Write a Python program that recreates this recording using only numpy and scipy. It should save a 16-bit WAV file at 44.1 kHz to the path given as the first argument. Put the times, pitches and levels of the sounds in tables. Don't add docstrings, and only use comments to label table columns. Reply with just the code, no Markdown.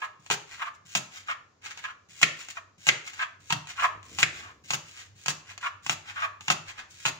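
import sys
import numpy as np
from scipy import signal
from scipy.fft import rfft, irfft
from scipy.io import wavfile
from scipy.ndimage import uniform_filter1d

SR = 44100
rng = np.random.default_rng(int(sys.argv[2]) if len(sys.argv) > 2 else 0)


def wrap_up_sound(samples):
    columns = np.atleast_2d(samples).T
    tamed = np.clip(columns, -1, 1)
    steps = np.round(tamed * 32767).astype(np.int16)
    wavfile.write(sys.argv[1], SR, steps)


N = 317123

# skin snap in seconds, blade landing in seconds, pressing time before the snap in seconds,
# pressing in dB, snap in dB, tearing in dB, landing snap in dB, landing crunch in dB,
# crunch hold time in seconds, landing thud in dB, juiciness in dB.
CUT_STROKES = [(.301, 0.3114, 0.11, -54.5, -22, -34, -19.5, -27, 0.027, -49.5, -2.5),
               (.951, 0.955, 0.1, -43.5, -19, -25, -29, -28, 0.023, -41, 0.5),
               (2.215, 2.227, .13, -43.5, -29, -27, -26.5, -28, 0.0063, -40.5, 3),
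               (2.868, 2.881, 0.089, -42.5, -22.5, -27, -22.5, -40, 0.0032, -42.5, 2),
               (3.504, 3.524, 0.11, -48, -22, -36, -18.5, -23.5, 0.0043, -37, -3),
               (4.1868, 4.227, .15, -43, -24, -29.5, -29, -27.5, 0.0049, -40, -1),
               (4.7054, 4.735, 0.07, -41, -22, -34, -24, -28, .012, -45, 2),
               (5.26, 5.282, .11, -47.5, -27, -43, -19.5, -29, 0.024, -41.5, 2.5),
               (5.864, 5.8955, 0.043, -44.5, -27.5, -44.5, -18, -31.5, 0.031, -44.5, -1.5),
               (6.4814, 6.501, 0.078, -45.5, -20.5, -46, -15, -24.5, 0.021, -38.5, -5),
               (7.0534, 7.061, 0.14, -43.5, -19.5, -28.5, -20.5, -27.5, 0.026, -48.5, -4.5)]
# frequency in Hz, level in dB.
SNAP_BODY_COLOUR = [(30, -44.5), (100, -31), (250, -12), (480, -15.5), (760, -3), (920, -2.5), (1080, 3.5),
                    (1270, 0), (1500, -2.5), (2000, -0.5), (2750, 4), (4000, -7), (5500, -12.5),
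                    (9000, -48)]
# frequency in Hz, level in dB.
FIZZ_COLOUR = [(2500, -22.5), (4500, -2), (5600, -7), (6600, 3), (7300, -2), (8300, -16.5), (10000, -27),
               (12300, -28.5), (14000, -25.5), (16000, -28.5)]
# frequency in Hz, level in dB.
CRUNCH_COLOUR = [(30, -36), (100, -19), (260, -14), (600, -4), (950, -0.5), (1270, 3.5), (1550, 1.5),
                 (2600, 3.5), (4000, -2), (5500, -6), (6800, 0), (8300, -14), (10000, -21), (12300, -26.5),
                 (15000, -21)]
# frequency in Hz, level in dB, time to fall 60 dB in seconds.
BOARD_MODES = [(137.2, -2, 0.17), (156.8, 3.5, 0.12), (179.8, -2.5, .1), (308, -13, 0.21)]
# frequency in Hz, width in Hz, level in dB.
CUT_RINGS = [(389, 60, -5.5), (900, 74, -4.5), (1318, 39, -0.5), (2620, 260, -7)]
# start in seconds, level in dB, pitch in Hz.
STALK_POPS = [(.301, -29, 850), (.309, -32, 420), (3.505, -27, 930), (3.524, -33, 720), (6.501, -25, 1290)]
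# start in seconds, level in dB.
FIBRE_TICKS = [(.263, -44), (1.66, -41), (1.774, -40), (2.486, -37.5), (3.133, -46), (3.499, -36),
               (3.671, -41.5), (4.029, -48), (5.578, -37.5), (6.408, -40.5)]
# start in seconds, level in dB.
BOARD_KNOCKS = [(2.2295, -7.5), (2.8876, -8.5), (4.229, -11)]
# frequency in Hz, level in dB.
KNOCK_COLOUR = [(30, -45), (100, -36), (300, -17), (580, -14), (850, -15.5), (1180, -8.5), (1300, -4),
                (1650, -1), (2050, 5), (2550, 3), (3500, -5.5), (5500, -14), (6900, -9.5), (9000, -30),
                (15000, -45.5)]
# start in seconds, hold time in seconds, level in dB, swell in dB, squeak pitch at the end of the hold in Hz.
BOARD_SCRAPES = [(.018, 0.033, -33.5, -2, 1070), (0.5952, 0.029, -25, 12, 1180),
                 (0.654, 0.022, -34, 3, 1184), (1.2842, 0.034, -29.5, 0, 1330),
                 (1.84, .014, -33.5, -3.5, 1623), (1.878, 0.03, -43.5, -2, 1340),
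                 (2.57, .003, -32, 1, 1120), (3.1923, 0.042, -29, -0.5, 1496),
                 (3.779, .022, -25.5, 7.5, 1340), (3.822, 0.029, -18, 4, 1055),
                 (4.428, 0.082, -49.5, -3, 1030), (5.629, 0.039, -24.5, 7.5, 1316),
                 (6.16, 0.046, -34, 0, 1310), (6.22, 0.027, -25, 2, 1170)]
# frequency in Hz, level in dB.
SCRAPE_COLOUR = [(150, -43.5), (500, -33), (660, -14.5), (800, -21.5), (1030, -2.5), (1280, -0.5),
                 (1500, -11.5), (1720, 0), (2000, -9), (2400, -5), (3400, -15), (5200, -30), (6800, -27),
                 (10000, -65.5)]
# peak in seconds, level in dB, rise and fall time in seconds, brightness in dB per octave.
SOFT_RUBS = [(.53, -41.5, 0.029, 1), (.75, -56, 0.0052, 8), (1.165, -41, 0.029, 2.5),
             (1.662, -36.5, .016, 1), (1.71, -37.5, 0.012, .5), (1.785, -43, 0.019, 1),
             (2.41, -40.5, 0.028, 3), (2.505, -39.5, .014, 4.5), (3.076, -37, 0.017, 2.5),
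             (3.149, -45, 0.022, 2), (3.705, -37.5, 0.018, 1.5), (4.389, -41.5, 0.048, 1.5),
             (4.89, -49.5, 0.037, 5), (4.995, -42, 0.031, 3), (5.504, -41.5, 0.02, 0.5),
             (6.092, -36.5, .017, -1), (6.693, -37, .014, 0), (6.796, -36.5, 0.016, -2),
             (6.91, -49, 0.0086, 10)]
# frequency in Hz, level in dB.
RUSTLE_COLOUR = [(150, -17), (450, -20), (800, -7.5), (1200, -0.5), (1700, 1.5), (2400, 3.5), (3500, -3.5),
                 (5300, -9.5), (7000, -6), (8300, -21.5), (10000, -27.5), (12300, -34), (15000, -28)]
# peak in seconds, level in dB,
# rise time in seconds, fall time in seconds, brightness in dB per octave.
HAND_SHIFTS = [(3.97, -55, 0.044, 0.029, -8), (4.12, -53, 0.042, 0.13, -1.5), (4.36, -59, .07, 0.32, 2)]
# frequency in Hz, level in dB.
HAND_COLOUR = [(30, -23), (60, -9.5), (80, 2.5), (125, -11), (200, -11.5), (320, -9.5), (600, -17),
               (2000, -60)]
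# delay in seconds, relative gain.
NEAR_ECHOES = [
    [(.00075, 0.3), (.0015, 0.78), (.00225, 0.69), (.00385, 0.25), (.0064, 0.16)],
    [(.0008, 0.25), (.002, 0.36), (.0032, 0.16), (.0056, 0.18), (.0069, 0.33)],
]
# frequency in Hz, time to fall 60 dB in seconds.
TAIL_T60 = [(120, 0.31), (400, 0.47), (1100, 0.43), (2300, 0.39), (6500, 0.37), (12000, 0.29)]
# frequency in Hz, level in dB.
TAIL_LEVEL = [(120, -2), (400, -2), (1100, -4.5), (2300, -9), (6500, -7), (14000, -10.5)]
# frequency in Hz, left-right likeness as a fraction.
LIKENESS = [(60, 1), (160, 0.95), (300, 0.77), (700, 0.09), (1400, 0.11), (16000, 0.046)]
# frequency in Hz, left minus right in dB.
LEFT_MINUS_RIGHT = [(60, -3), (160, -0.5), (400, 3.5), (700, 3), (950, -0.5), (1400, 0.5), (4000, 0.5),
                    (5600, 3), (7000, 0), (10500, -4), (13500, -7)]
# frequency in Hz, level in dB.
AIR_COLOUR = [(25, -28), (60, -11.5), (100, -4), (170, -9), (400, -10.5), (1100, -17), (3000, -26),
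              (7000, -22.5), (8500, -45.5), (16000, -69.5)]
# frequency in Hz, level in dB.
HUM_COLOUR = [(40, -47.5), (70, -9.5), (88, -7.5), (98, 6), (108, -11.5), (135, -13), (220, -54)]
# time in seconds, level in dB.
HUM_CURVE = [(0.0, -74.5), (3.24, -73), (3.58, -63.5), (5.89, -68), (6.05, -64.5), (6.87, -70), (7.19, -65)]

HZ = np.fft.rfftfreq(4096, 1 / SR)
OCTAVES = np.log2(np.clip(HZ, 700, 7000) / 2000)
PRESS_SWELL_DB, PRESS_TILT = 13.5, 6.1
CRUNCH_TILT, TILT_PER_JUICE_DB = 2.56, 0.37
SETTLE_DB, RECOIL_DB = -64, -26
POP_RISE_S, POP_FALL_S = .0008, .004
TICK_FIZZ_DB = 2.5
BITE_S, LET_GO_S = 0.0023, 0.0095
SAG_OCTAVES_PER_S = 3.1
SQUEAK_WIDTH_HZ = 230
CATCH_DB = -2
SWEEP_LEAD_S, SWEEP_DB, SWEEP_TILT = .025, -15.5, 0.3
CEILING = 1.05
EDGE_HZ = 15900


def gain_of(db):
    return 10 ** (np.asarray(db) / 20)


def evened(x):
    return x / np.sqrt(np.mean(x ** 2) + 1e-20)


def with_energy(x, energy):
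    return x * np.sqrt(energy / (np.sum(x ** 2) + 1e-20))


def read(points, hz):
    f, value = np.transpose(points)
    return np.interp(np.log(hz + 1), np.log(f + 1), value)


def add(mix, s, sound):
    start = round(s * SR)
    part = mix[max(start, 0):][:len(sound) + min(start, 0)]
    part += sound[max(-start, 0):][:len(part)]


def coloured(x, db):
    log_gain = np.log(gain_of(np.r_[db, db[-2:0:-1]]))
    response = np.exp(np.conj(signal.hilbert(log_gain)))[:len(HZ)]
    return signal.fftconvolve(x, irfft(response))


def whitened(x, size):
    power = uniform_filter1d(abs(rfft(x, 2 * len(HZ) - 2)) ** 2, size)
    return coloured(x, -10 * np.log10(abs(power) + 1e-9))[:len(x)]


def resonate(x, hz, width):
    turn = np.exp(2j * np.pi * np.cumsum(hz) / SR)
    r = np.exp(-np.pi * width / SR)
    return 2 * (turn * signal.lfilter([1 - r], [1, -r], x / turn + 1e-18)).real


def cuts():
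    hiss, crisp, bass = np.zeros((3, N))
    for (snap_s, land_s, press_s, press_db, snap_db, tear_db,
         land_db, crunch_db, crunch_s, thud_db, juice_db) in CUT_STROKES:
        bearing = press(press_s, attack_s=.004, release_s=.02, swell_db=PRESS_SWELL_DB)
        add(bass, snap_s - press_s, gain_of(SETTLE_DB) * thud())
        add(hiss, snap_s - press_s, gain_of(press_db) * rustle(bearing, PRESS_TILT))
        add(crisp, snap_s, gain_of(snap_db) * snap(juice_db))
        add(bass, snap_s, gain_of(snap_db + RECOIL_DB) * thud())
        add(crisp, snap_s, gain_of(tear_db) * crunch(land_s - snap_s, juice_db))
        add(crisp, land_s, gain_of(land_db) * snap(juice_db))
        add(crisp, land_s, gain_of(crunch_db) * crunch(crunch_s, juice_db))
        add(bass, land_s, gain_of(thud_db) * thud())
    return hiss, crisp, bass


def press(hold_s, attack_s, release_s, swell_db=0):
    t = np.arange(0, hold_s + 5 * release_s, 1 / SR)
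    bite = 1 - np.exp(-t / attack_s)
    swell = gain_of(swell_db * (np.minimum(t / hold_s, 1) ** 2 - 1))
    return bite * swell * np.exp(-np.maximum(t - hold_s, 0) / release_s)


def snap(fizz_db):
    push = coloured(crack(fall_s=0.0013, splinter=1.46), read(SNAP_BODY_COLOUR, HZ))
    spray = coloured(crack(fall_s=0.001, splinter=14.0), read(FIZZ_COLOUR, HZ))
    body = gain_of(-0.5) * with_energy(push, SR / 250)
    fizz = gain_of(fizz_db - 5) * with_energy(spray, SR / 250)
    return body + fizz


def crack(fall_s, splinter):
    t = np.arange(SR // 30) / SR
    force = with_energy(rng.standard_normal(len(t)) * np.exp(-t / fall_s), splinter ** 2)
    force[0] += 1
    return whitened(force, size=45)


def crunch(hold_s, juice_db):
    pressure = press(hold_s, attack_s=0.0017, release_s=0.0066)
    tilt = CRUNCH_TILT + TILT_PER_JUICE_DB * juice_db
    return friction(pressure, CRUNCH_COLOUR, tilt, per_s=1200, spread_db=3.5, haze=0.39)


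def friction(pressure, colour, tilt, per_s, spread_db, haze):
    force = pressure * grains(len(pressure), per_s, spread_db, haze)
    sound = coloured(force, read(colour, HZ) + tilt * OCTAVES)
    return with_energy(sound, np.sum(pressure ** 2))


def grains(size, per_s, spread_db, haze):
    strength = gain_of(spread_db * np.minimum(rng.exponential(1, size), 3))
    happens = rng.random(size) < per_s / SR
    clicks = strength * rng.choice([-1, 1], size) * happens
    return evened(clicks) + haze * rng.standard_normal(size)


def thud(rise_s=0.0093, spread=0.028):
    t = np.arange(SR // 3) / SR
    detune = 1 + spread * rng.standard_normal(len(BOARD_MODES))
    ring = np.zeros(len(t))
    for (hz, level, t60), factor in zip(BOARD_MODES, detune):
        ring += gain_of(level - 60 * t / t60) * np.sin(2 * np.pi * hz * factor * t)
    return with_energy(ring * (1 - np.exp(-t / rise_s)), SR / 50)


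def ringing(x):
    return x + sum(gain_of(db) * resonate(x, np.full(N, hz), width) for hz, width, db in CUT_RINGS)


def pops():
    out, t = np.zeros(N), np.arange(SR // 20) / SR
    shape = (1 - np.exp(-t / POP_RISE_S)) * np.exp(-t / POP_FALL_S)
    for s, db, hz in STALK_POPS:
        ring = np.sin(2 * np.pi * hz * t) * shape
        add(out, s, gain_of(db) * with_energy(ring, SR / 250))
    return out


def ticks():
    out = np.zeros(N)
    for s, db in FIBRE_TICKS:
        add(out, s, gain_of(db) * snap(TICK_FIZZ_DB))
    return out


def knocks(chatter_s):
    out = np.zeros(N)
    u = np.arange(SR // 30) / SR / chatter_s
    for s, db in BOARD_KNOCKS:
        force = whitened(u * np.exp(-u) * rng.standard_normal(len(u)), size=25)
        knock = coloured(force, read(KNOCK_COLOUR, HZ))
        add(out, s, gain_of(db) * with_energy(knock, SR / 220))
    return out


def scrapes(grit_db, squeak_db, tilt_per_octave, neutral_hz):
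    out = np.zeros(N)
    for s, length, db, swell_db, hz in BOARD_SCRAPES:
        pressure = press(length, BITE_S, LET_GO_S, swell_db)
        t = np.minimum(np.arange(len(pressure)) / SR, length + LET_GO_S)
        pitch = hz * 2 ** (SAG_OCTAVES_PER_S * (length - t))
        tilt = tilt_per_octave * np.log2(hz / neutral_hz)
        grit = friction(pressure, SCRAPE_COLOUR, tilt, per_s=1100, spread_db=4.0, haze=.6)
        tick = coloured(crack(fall_s=.002, splinter=1.5), read(SCRAPE_COLOUR, HZ) + tilt * OCTAVES)
        catch = with_energy(tick, SR / 250)
        tone = squeak(pressure, pitch, slips_per_s=330, jitter=.35, width_hz=SQUEAK_WIDTH_HZ)
        sweep = rustle(press(SWEEP_LEAD_S + length, attack_s=0.0087, release_s=0.015), SWEEP_TILT)
        add(out, s, gain_of(db - swell_db + CATCH_DB) * catch)
        add(out, s, gain_of(db + grit_db) * grit)
        add(out, s, gain_of(db + squeak_db) * tone)
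        add(out, s - SWEEP_LEAD_S, gain_of(db + SWEEP_DB - swell_db / 2) * sweep)
    return out


def squeak(pressure, pitch, slips_per_s, jitter, width_hz):
    gap, strength = rng.standard_normal((400, 2)).T
    at = np.cumsum(np.exp(jitter * gap) * SR / slips_per_s).astype(int)
    slips = np.bincount(at - at[0], np.exp(0.23 * strength), len(pressure))[:len(pressure)]
    jolts = np.diff(slips * pressure, prepend=0)
    ring = resonate(resonate(jolts, pitch, width_hz), pitch, width_hz)
    return with_energy(ring, np.sum(pressure ** 2))


def rustles():
    out = np.zeros(N)
    for s, db, width_s, tilt in SOFT_RUBS:
        lead_s, pressure = brush(width_s, width_s)
        add(out, s - lead_s, gain_of(db) * rustle(pressure, tilt))
    return out


def rustle(pressure, tilt):
    return friction(pressure, RUSTLE_COLOUR, tilt, per_s=760, spread_db=4.5, haze=0.59)


def brush(rise_s, fall_s):
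    t = np.arange(-3 * rise_s, 4 * fall_s, 1 / SR)
    return -t[0], np.exp(np.minimum(t / rise_s, -t / fall_s))


def hand():
    out = np.zeros(N)
    for s, db, rise_s, fall_s, tilt in HAND_SHIFTS:
        lead_s, pressure = brush(rise_s, fall_s)
        rumble = friction(pressure, HAND_COLOUR, tilt, per_s=300, spread_db=-0.5, haze=.7)
        add(out, s - lead_s, gain_of(db) * rumble)
    return out


def in_turn(x, space, turn_s, count):
    angle = np.pi * np.arange(N) / SR / turn_s
    shares = np.array([np.cos(angle - np.pi * k / count) ** 4 for k in range(count)])
    shares = shares / np.linalg.norm(shares, axis=0)
    return sum(space(x * share) for share in shares)


def worktop(x, scatter, scatter_s, lag_s):
    t = np.arange(SR // 20) / SR
    cloud = port_pair(rng.standard_normal((2, len(t)))) * np.exp(-t / scatter_s)
    out = []
    for delay, echoes, diffuse in zip((0, lag_s), NEAR_ECHOES, cloud):
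        path = with_energy(diffuse, scatter ** 2)
        for s, gain in [(0.000075, 0.82)] + list(echoes):
            add(path, s + delay, np.array([gain]))
        path = with_energy(whitened(path, size=35), 0.97)
        out.append(signal.oaconvolve(x, path)[:N])
    return np.array(out)


def kitchen(x, onset_s):
    hz, t, z = signal.stft(port_pair(rng.standard_normal((2, SR))), SR, nperseg=256)
    t60 = read(TAIL_T60, hz)[:, None]
    decay = gain_of(read(TAIL_LEVEL, hz)[:, None] - 60 * t / t60)
    z = z * decay * np.sqrt(2 * np.log(1000) / (t60 * SR))
    tail = signal.istft(z, SR, nperseg=256)[1]
    tail_t = np.arange(tail.shape[1]) / SR
    tail = tail * (1 - np.exp(-(tail_t / onset_s) ** 2))
    return signal.fftconvolve(x[None], tail, axes=1)[:, :N]


def port_pair(x):
    size = x.shape[1]
    left, other = rfft(x)
    same = np.clip(read(LIKENESS, np.fft.rfftfreq(size, 1 / SR)), -1, 1)
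    right = same * left + np.sqrt(1 - same ** 2) * other
    return irfft(np.array([left, right]), size)


def background(air_db, hum_db):
    level = np.interp(np.arange(N) / SR, *np.transpose(HUM_CURVE))
    return gain_of(air_db) * steady(AIR_COLOUR) + gain_of(hum_db + level) * steady(HUM_COLOUR)


def steady(colour):
    white = port_pair(rng.standard_normal((2, N)))
    return evened(np.array([coloured(side, read(colour, HZ))[:N] for side in white]))


def scene():
    hiss, crisp, bass = cuts()
    cut = gain_of(-1.72) * ringing(crisp + ticks()) + pops()
    knock = knocks(chatter_s=0.00085)
    scrape = scrapes(grit_db=-1.5, squeak_db=-5.5, tilt_per_octave=8.4, neutral_hz=1350)
    rub = hiss + rustles()
    contact = cut + knock + scrape + rub
    radiated = cut + knock + gain_of(-1.0) * scrape + gain_of(2) * rub + bass
    near = in_turn(contact, lambda x: worktop(x, scatter=1.0, scatter_s=0.0066, lag_s=0.00014),
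                   turn_s=1.702, count=3)
    far = in_turn(radiated, lambda x: kitchen(x, onset_s=0.0028), turn_s=.9, count=3)
    return near + bass + hand() + far + background(air_db=-67.5, hum_db=4.0)


def record(dry):
    lean = read(LEFT_MINUS_RIGHT, HZ) / 2
    ports = np.array([coloured(dry[0], lean)[:N], coloured(dry[1], -lean)[:N]])
    ports = ports / (1 + (ports / CEILING) ** 4) ** .25
    low_pass = signal.firwin(511, EDGE_HZ, window=("kaiser", 9), fs=SR)
    return signal.oaconvolve(ports, low_pass[None], "same")


dry = scene()
out = record(dry)
wrap_up_sound(out)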